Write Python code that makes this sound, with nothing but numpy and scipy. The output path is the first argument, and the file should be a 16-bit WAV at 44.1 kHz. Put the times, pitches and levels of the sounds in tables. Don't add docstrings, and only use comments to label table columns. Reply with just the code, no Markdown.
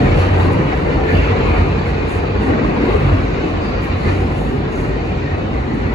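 import sys
import numpy as np
from scipy import signal
from scipy.io import wavfile
from scipy.ndimage import uniform_filter1d

SR = 44100
rng = np.random.default_rng(int(sys.argv[2]) if len(sys.argv) > 2 else 0)


def store_wav(level_fs):
    pcm = np.round(np.clip(np.atleast_2d(level_fs), -1, 1) * 32767)
    wavfile.write(sys.argv[1], SR, pcm.T.astype(np.int16))


N = 262262
SIZE, HOP = 1024, 256


def gain_of(db):
    return 10 ** (np.asarray(db) / 20)


def evened(x):
    return x / np.sqrt(np.mean(abs(x) ** 2) + 1e-20)


def read(points, hz):
    f, *columns = np.transpose(points)
    return [np.interp(np.log(hz + 1), np.log(f + 1), column) for column in columns]


def follow(rows, t):
    s, *columns = np.transpose(rows)
    return [np.interp(t, s, column) for column in columns]


def drift(span_s):
    width = max(int(span_s * SR), 2)
    smooth = uniform_filter1d(rng.standard_normal(N), width)
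    return evened(uniform_filter1d(smooth, width))


def bump(t, peak_s, length_s, rise):
    side_s = np.where(t < peak_s, rise * length_s, length_s)
    return np.exp(-(2 * (t - peak_s) / side_s) ** 2)


def noise_pair(colour_db, same, lead, balance_db, patchy_db, slow_db, flicker_db, tilt_db=0):
    frames, hz = N // HOP + 5, np.fft.rfftfreq(SIZE, 1 / SR)
    a, b, c, d, quick, slow = rng.standard_normal((frames, len(hz), 6)).T

    quick = uniform_filter1d(uniform_filter1d(quick, size=2, axis=0), size=5, axis=1)
    slow = uniform_filter1d(uniform_filter1d(slow, size=22, axis=1), size=14, axis=1)
    flicker = uniform_filter1d(rng.standard_normal(frames), size=3)
    field_db = patchy_db * evened(quick) + slow_db * evened(slow) + flicker_db * evened(flicker)
    field_db = field_db + swells_db(hz, np.arange(frames) * HOP / SR)

    same = np.clip(same, 0, 1)[:, None]
    left = a + 1j * b
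    right = same * left + np.sqrt(1 - same ** 2) * (c + 1j * d)
    right = right * np.exp(1j * lead)[:, None]

    side = gain_of(balance_db / 2)[:, None]
    spectra = np.array([left * side, right / side]) * gain_of(colour_db[:, None] + field_db + tilt_db)
    return evened(signal.istft(spectra, nperseg=SIZE, noverlap=SIZE - HOP)[1][:, :N])


# f/Hz, level/dB (per Hz)
ROLL_COLOUR = [(40, -45), (88, -46), (115, -42.5), (170, -44.5), (300, -44.5), (480, -47), (640, -53),
               (1100, -55), (1600, -58.5), (2650, -62), (2950, -65.5), (3150, -70), (4550, -73),
               (4800, -80), (5400, -84), (6500, -86.5), (7450, -89), (7800, -100), (9500, -130)]
# f/Hz, likeness (0-1), phase/rad (right leads), left minus right level/dB
ROLL_SIDES = [(40, .9, -.2, -1), (220, .88, -.1, -1), (340, .63, -.5, 1.5), (460, .45, -1.1, 3),
              (520, .27, -1.6, 3.5), (700, .56, -1.9, 2), (1000, .3, -1.7, 3), (1400, .36, -2.5, 0),
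              (1600, .4, -3.6, 0), (2200, .2, -5, 0), (2600, .28, -3.9, 0), (3200, .25, -3.3, 0),
              (3600, .1, -5.4, 0), (4000, .27, -6.3, 1), (4600, .1, -6.5, -2), (5800, .08, -6.3, -3),
              (6600, .5, -5.9, -1), (7400, .55, -4.8, 0)]
# t/s, rumble level/dB, roar level/dB,
# brightness of the roar/(dB per octave), shaking of the body level/dB
ROLL = [(0, -14, -24.5, 1, -17), (.2, -16, -21, 0, -14), (.4, -16.5, -22, -1, -16.5),
        (.8, -18.5, -24, -1, -18), (1.0, -17, -25, -0.4, -21), (1.2, -19, -23.5, 1, -18.5),
        (1.55, -16.5, -22, -1, -18.5), (1.9, -19.5, -25.5, 0.5, -17.5), (2.4, -19.5, -25.5, 0, -20.5),
        (2.75, -17.5, -24, -.5, -21), (3.1, -17.5, -24, -0.5, -15), (3.3, -18, -27, 1.5, -20),
        (3.8, -19.5, -26.5, 0.6, -22), (4.1, -21, -28, 1.5, -16), (4.3, -20.5, -28, 0.6, -20.5),
        (4.8, -19, -28, 0, -22), (5.2, -19.5, -28.5, 1.5, -24.5), (5.5, -20, -29, .5, -21.5),
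        (5.95, -21.5, -28, 0, -21.5)]
JOLT_DULLS = 0.093


def rolling():
    hz, t = np.fft.rfftfreq(SIZE, 1 / SR), np.arange(N) / SR
    frame_s = np.arange(N // HOP + 5) * HOP / SR
    colour_db, sides = read(ROLL_COLOUR, hz)[0], read(ROLL_SIDES, hz)

    wheels = 1 / (1 + (680 / (hz + 1)) ** 4)
    rumble_colour_db = colour_db + 10 * np.log10(1 - wheels + 1e-9)
    roar_colour_db = colour_db + 10 * np.log10(wheels + 1e-9)

    brightness = follow(ROLL, frame_s)[2] - JOLT_DULLS * jolts_db(frame_s)[0]
    tilt_db = np.outer(np.log2((hz + 1) / 1500), brightness)

    rumble = noise_pair(rumble_colour_db, *sides, patchy_db=0.5, slow_db=2.1, flicker_db=0.7)
    roar = noise_pair(roar_colour_db, *sides, patchy_db=1.9, slow_db=2.4, flicker_db=.6, tilt_db=tilt_db)

    rumble_db, roar_db, *_ = follow(ROLL, t)
    roar_up_db, rumble_up_db = jolts_db(t)
    mix = rumble * gain_of(rumble_db + rumble_up_db) + roar * gain_of(roar_db + roar_up_db)
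    return ringing(mix)


# f/Hz, width/Hz, level/dB (negative for a hollow)
RINGS = [(249, 18, 1.5), (468, 14.5, 2), (602, 12, 4.5), (746, 48, 6), (1895, 36, 3), (2400, 190, 1),
         (3330, 125, -3.5), (3870, 290, 0.5), (5960, 260, 2.5)]
RING_WANDER, RING_WAVER = 0.017, 0.44
RING_SPAN_S = 0.053


def ringing(x):
    hz, t, spectra = signal.stft(x, SR, nperseg=2048, noverlap=1536)
    at = np.minimum((t * SR).astype(int), N - 1)
    field_db = 0
    for rest_hz, width_hz, db in RINGS:
        strength_db = db * (1 + RING_WAVER * drift(RING_SPAN_S)[at])
        pitch_hz = rest_hz * (1 + RING_WANDER * drift(RING_SPAN_S)[at])
        field_db = field_db + strength_db / (1 + (2 * (hz[:, None] - pitch_hz) / width_hz) ** 2)
    return signal.istft(spectra * gain_of(field_db), SR, nperseg=2048, noverlap=1536)[1][:, :N]


BOOM_RISE = 0.89
BOOM_STEADIES = .5


def body_mode(booms, rest_db, grain_s, wander, span_s):
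    t = np.arange(N) / SR
    boom_power = sum((gain_of(db) * bump(t, s, length, BOOM_RISE)) ** 2 for s, _, db, length in booms)
    level = np.sqrt(boom_power)
    rest = gain_of(follow(ROLL, t)[-1] + rest_db)

    loose = rest / (rest + BOOM_STEADIES * level)
    pitch_hz = follow(booms, t)[0] * (1 + wander * loose * drift(span_s))
    angle = 2 * np.pi * (np.cumsum(pitch_hz) / SR + rng.random())

    broken = drift(grain_s) * np.sin(angle) + drift(grain_s) * np.cos(angle)
    hum = rest ** 2 / (rest + level) * broken
    tone = np.sqrt(2) * np.sin(angle) * level * gain_of(1.4 * drift(span_s))
    return (tone + hum) * gain_of([[-.6], [.6]])


# resting f/Hz (only sorts the booms), hum level/dB against the shaking
# when no boom sounds, grain of the hum/s, largest typical pitch wander (0-1), wander span/s
BODY_MODES = [(54, -5, 0.016, 0.1, 0.022), (90, -6, 0.022, 0.06, 0.0311), (139, -11, 0.055, 0.05, 0.0383)]
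# peak t/s,
# f/Hz, level/dB, length/s
BOOMS = [(0.04, 130.7, -19.5, 0.23), (0.067, 46.7, -20, 0.3), (0.121, 86.7, -14, 0.076),
         (0.202, 92, -11.5, 0.085), (0.345, 91.9, -15.5, 0.29), (.46, 43.84, -24, 0.23),
         (0.48, 88, -22.5, 0.12), (0.626, 137, -19.5, 0.14), (0.745, 56, -21.5, 0.15),
         (0.955, 56.8, -12, 0.033), (1.146, 85.6, -16.5, 0.2), (1.2, 56.6, -17, 0.18),
         (1.303, 135.4, -30.5, 0.29), (1.318, 90, -15, 0.11), (1.506, 85.8, -14.5, 0.045),
         (1.5, 51.9, -17.5, 0.16), (1.6, 54, -19, 0.12), (1.71, 60, -20, 0.11), (1.612, 89, -15.5, 0.096),
         (1.69, 141, -24, 0.32), (1.756, 90, -24.5, 0.42), (1.948, 55.97, -26.5, 0.33),
         (2.159, 92.1, -18.5, 0.066), (2.231, 90, -20, 0.049), (2.355, 94.1, -19, 0.1),
         (2.372, 58.2, -24, 0.3), (2.665, 49.8, -17, 0.079), (2.901, 51.64, -21, 0.17),
         (3.04, 55, -18.5, 0.1), (3.055, 91.7, -13, 0.05), (3.076, 138.9, -18, 0.13),
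         (3.144, 90, -14, 0.097), (3.236, 51.55, -24, 0.23), (3.327, 90.5, -16, 0.028),
         (3.529, 50.7, -26, 0.2), (3.738, 50.4, -22, 0.1), (3.89, 58.34, -20, 0.11),
         (3.942, 85.8, -17.5, 0.083), (4.07, 53.9, -24, 0.11), (4.118, 89.8, -14, 0.11),
         (4.15, 138.8, -26.5, 0.31), (4.219, 55.8, -21.5, 0.096), (4.257, 89.6, -18, 0.25),
         (4.393, 145, -23, 0.056), (4.432, 54, -20.5, 0.11), (4.592, 90.6, -25, 0.048),
         (4.616, 135.1, -25.5, 0.16), (4.781, 50.7, -23.5, .12), (4.927, 49.94, -21, 0.14),
         (5.102, 92.6, -23.5, 0.07), (5.134, 57.35, -23, 0.14), (5.332, 88.5, -17.5, 0.053),
         (5.579, 59, -24, 0.1), (5.828, 56.2, -23.5, 0.3), (5.86, 92.6, -20.5, 0.056)]


def car_body():
    booms = np.array(BOOMS)
    rest_hz = np.array(BODY_MODES)[:, 0]
    nearest = np.argmin(abs(np.log(booms[:, 1:2] / rest_hz)), axis=1)
    return sum(body_mode(booms[nearest == k], *mode[1:]) for k, mode in enumerate(BODY_MODES))


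def hiss_sides(hz):
    lead_s, in_step_hz = .000222, 10950
    return np.full(len(hz), .98), 2 * np.pi * (hz - in_step_hz) * lead_s, 0 * hz


# f/Hz, level/dB
HISS_COLOUR = [(4500, -22), (6000, -2), (6800, 6), (7500, 5), (7900, 3), (8420, 7), (9000, 4), (10000, 1),
               (11500, -4), (13000, -24)]
# f/Hz, level/dB
TOP_COLOUR = [(10000, -24), (11500, 0), (13000, -2), (14500, -6), (15600, -11)]
# t/s, level/dB
HISS_FLOOR = [(0, -53), (1, -60), (4.5, -72), (5.95, -61.5)]
HISS_FLOOR_TOP_DB = -15
# peak t/s, level/dB, length/s, top octave level/dB against the main hiss
SURGES = [(0.198, -50.5, 0.11, -11), (0.408, -55, .14, -7), (0.525, -56, 0.046, -10),
          (0.768, -65, 0.15, -4), (1.14, -59.5, 0.22, 2), (1.529, -61, 0.37, -11), (1.881, -59, .08, -13),
          (2.117, -49, 0.16, -15), (2.441, -53, 0.14, -25), (2.668, -61, 0.072, -25),
          (2.95, -57.5, 0.65, -7), (3.481, -61, 0.11, -9), (3.654, -60, 0.14, -21), (3.84, -54.5, 0.11, -3),
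          (4.085, -53.5, 0.46, -15), (4.41, -54.5, 0.34, -9), (4.78, -53.5, 0.28, -11),
          (5.068, -65, 0.1, -14), (5.758, -67, 0.078, -11)]
SURGE_RISE = 0.48


def hiss():
    hz, t = np.fft.rfftfreq(SIZE, 1 / SR), np.arange(N) / SR
    sides = hiss_sides(hz)
    air = noise_pair(read(HISS_COLOUR, hz)[0], *sides, patchy_db=1.5, slow_db=.7, flicker_db=.9)
    top = noise_pair(read(TOP_COLOUR, hz)[0], *sides, patchy_db=2.1, slow_db=.9, flicker_db=1.5)
    out = gain_of(follow(HISS_FLOOR, t)[0]) * (air + gain_of(HISS_FLOOR_TOP_DB) * top)
    for s, db, length, top_db in SURGES:
        surge = gain_of(db) * bump(t, s, length, SURGE_RISE)
        out = out + surge * (air + gain_of(top_db) * top)
    return out


# middle t/s, length/s, f/Hz, width/Hz, level/dB against the noise
SWELLS = [(0.11, 0.37, 280, 120, 2.5), (0.245, 0.11, 5800, 340, 7), (0.955, 0.12, 270, 37, 9),
          (1.17, 0.57, 490, 52.3, 7), (0.21, 0.38, 3200, 700, 1), (1.24, 0.37, 2500, 1200, 3.5),
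          (0.43, .1, 90, 25, 3), (2.1, .9, 2500, 90, 3), (0.054, .06, 1920, 200, 8.5),
          (0.38, 0.055, 1900, 298, 1), (0.895, .05, 1700, 120, 11), (1.1, 0.067, 1740, 260, 8.5),
          (1.43, 0.028, 1500, 201, -7), (1.54, 0.12, 2360, 400, 3.5), (2.8, .57, 2100, 140, 3.5),
          (2.31, 1.2, 440, 41, 4.5), (2.62, 0.45, 295, 150, 3.5), (2.957, 0.034, 443, 60, 14),
          (2.898, .06, 258, 60.3, 0), (3.1, 0.082, 218, 100, 2.5), (3.96, .5, 203, 30, 5.5),
          (5.74, 0.21, 258, 65, 6.5), (5.864, 0.083, 350, 80, 7.5), (5.544, 0.067, 237, 60, 6),
          (2.54, 0.14, 1860, 140, 6), (3.702, 0.22, 4700, 300, 7), (4.075, 0.14, 4400, 600, 3),
          (4.14, 0.15, 2300, 800, 1.5), (2.558, .4, 140, 80, 0.5), (3.2, 0.046, 150, 140, 5),
          (3.8, .25, 2400, 500, 3), (4.6, .6, 2200, 600, -2.5), (4.9, 1.9, 500, 130, -2),
          (0.93, .1, 220, 120, 1.5), (2.78, 0.66, 204, 76, 1), (3.5, 0.76, 1080, 200, 2.5),
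          (4.55, .7, 136, 50, 3), (0.53, 0.63, 850, 150, 1.5), (4.085, 0.063, 1600, 1800, 3),
          (0.9, .25, 4900, 2500, -1), (5.6, .5, 4800, 2500, -1), (0.074, 0.27, 170, 80, 2),
          (3.5, .08, 2700, 200, 4), (4.062, 0.034, 220, 152, 5.5), (4.147, 0.18, 370, 119, 6.5),
          (4.533, 0.049, 390, 42, 11.5), (4.78, 0.2, 6540, 420, 9), (4.92, 0.64, 1860, 180, 4),
          (5.31, 0.1, 1846, 138, 12), (5.58, 0.25, 8400, 350, 11), (5.85, 0.42, 1860, 140.7, 6)]


def swells_db(hz, t):
    field_db = 0
    for s, length, peak_hz, width_hz, db in SWELLS:
        band = 1 / (1 + (2 * (hz - peak_hz) / width_hz) ** 2)
        field_db = field_db + db * np.outer(band, bump(t, s, length, 1))
    return field_db


# peak t/s, roar gain level/dB, rumble gain level/dB, length/s
JOLTS = [(0.211, 2.5, -5, 0.1), (0.405, 3, -0.5, 0.052), (0.594, 0, 2.5, 0.22), (0.708, 1.5, -4, 0.091),
         (0.922, 2.5, -0.5, 0.092), (1.15, 1, 4, 0.13), (1.457, 1, 0.5, 0.18), (2.5, 1.5, 2, 0.15),
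         (2.898, 2.5, 1, 0.12), (3.112, 0.5, 1.5, 0.1), (3.928, 2.5, 2.5, 0.06), (4.07, 3.5, 2, 0.25),
         (4.091, 2, 0.5, 0.032), (4.26, 0.5, 3, 0.11)]
JOLT_RISE = 0.4


def jolts_db(t):
    return sum(np.outer([roar_db, rumble_db], bump(t, s, length, JOLT_RISE))
               for s, roar_db, rumble_db, length in JOLTS)


# start t/s, peak level/dB of the noise gain
TICKS = [(0.523, -53.5), (3.833, -52)]
TICK_S = 0.026


def ticks():
    hz, t = np.fft.rfftfreq(SIZE, 1 / SR), np.arange(N) / SR
    colour_db = read([(6000, -20), (9000, -4), (14000, -11)], hz)[0]
    bright = noise_pair(colour_db, *hiss_sides(hz), patchy_db=0, slow_db=0, flicker_db=3)
    arches = sum(gain_of(db) * np.sin(np.pi * np.clip((t - s) / TICK_S, 0, 1)) ** 2 for s, db in TICKS)
    return arches * bright


def scene():
    return rolling() + car_body() + hiss() + ticks()


LOW_CUT_HZ, EDGE_HZ = 38, 15760
CEILING = 1.1


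def record(dry):
    lead_in = np.pad(dry, [(0, 0), (SIZE, SIZE)], "reflect")
    low_cut = signal.butter(5, LOW_CUT_HZ, "high", fs=SR, output="sos")
    thinned = signal.sosfilt(low_cut, lead_in)
    rounded = thinned / (1 + (thinned / CEILING) ** 6) ** (1 / 6)
    edge = signal.firwin(511, EDGE_HZ, window=("kaiser", 9), fs=SR)
    fade_in = np.minimum(np.arange(N) / (.004 * SR), 1)
    return signal.oaconvolve(rounded, edge[None], "same")[:, SIZE:-SIZE] * fade_in


dry = scene()
out = record(dry)
store_wav(out)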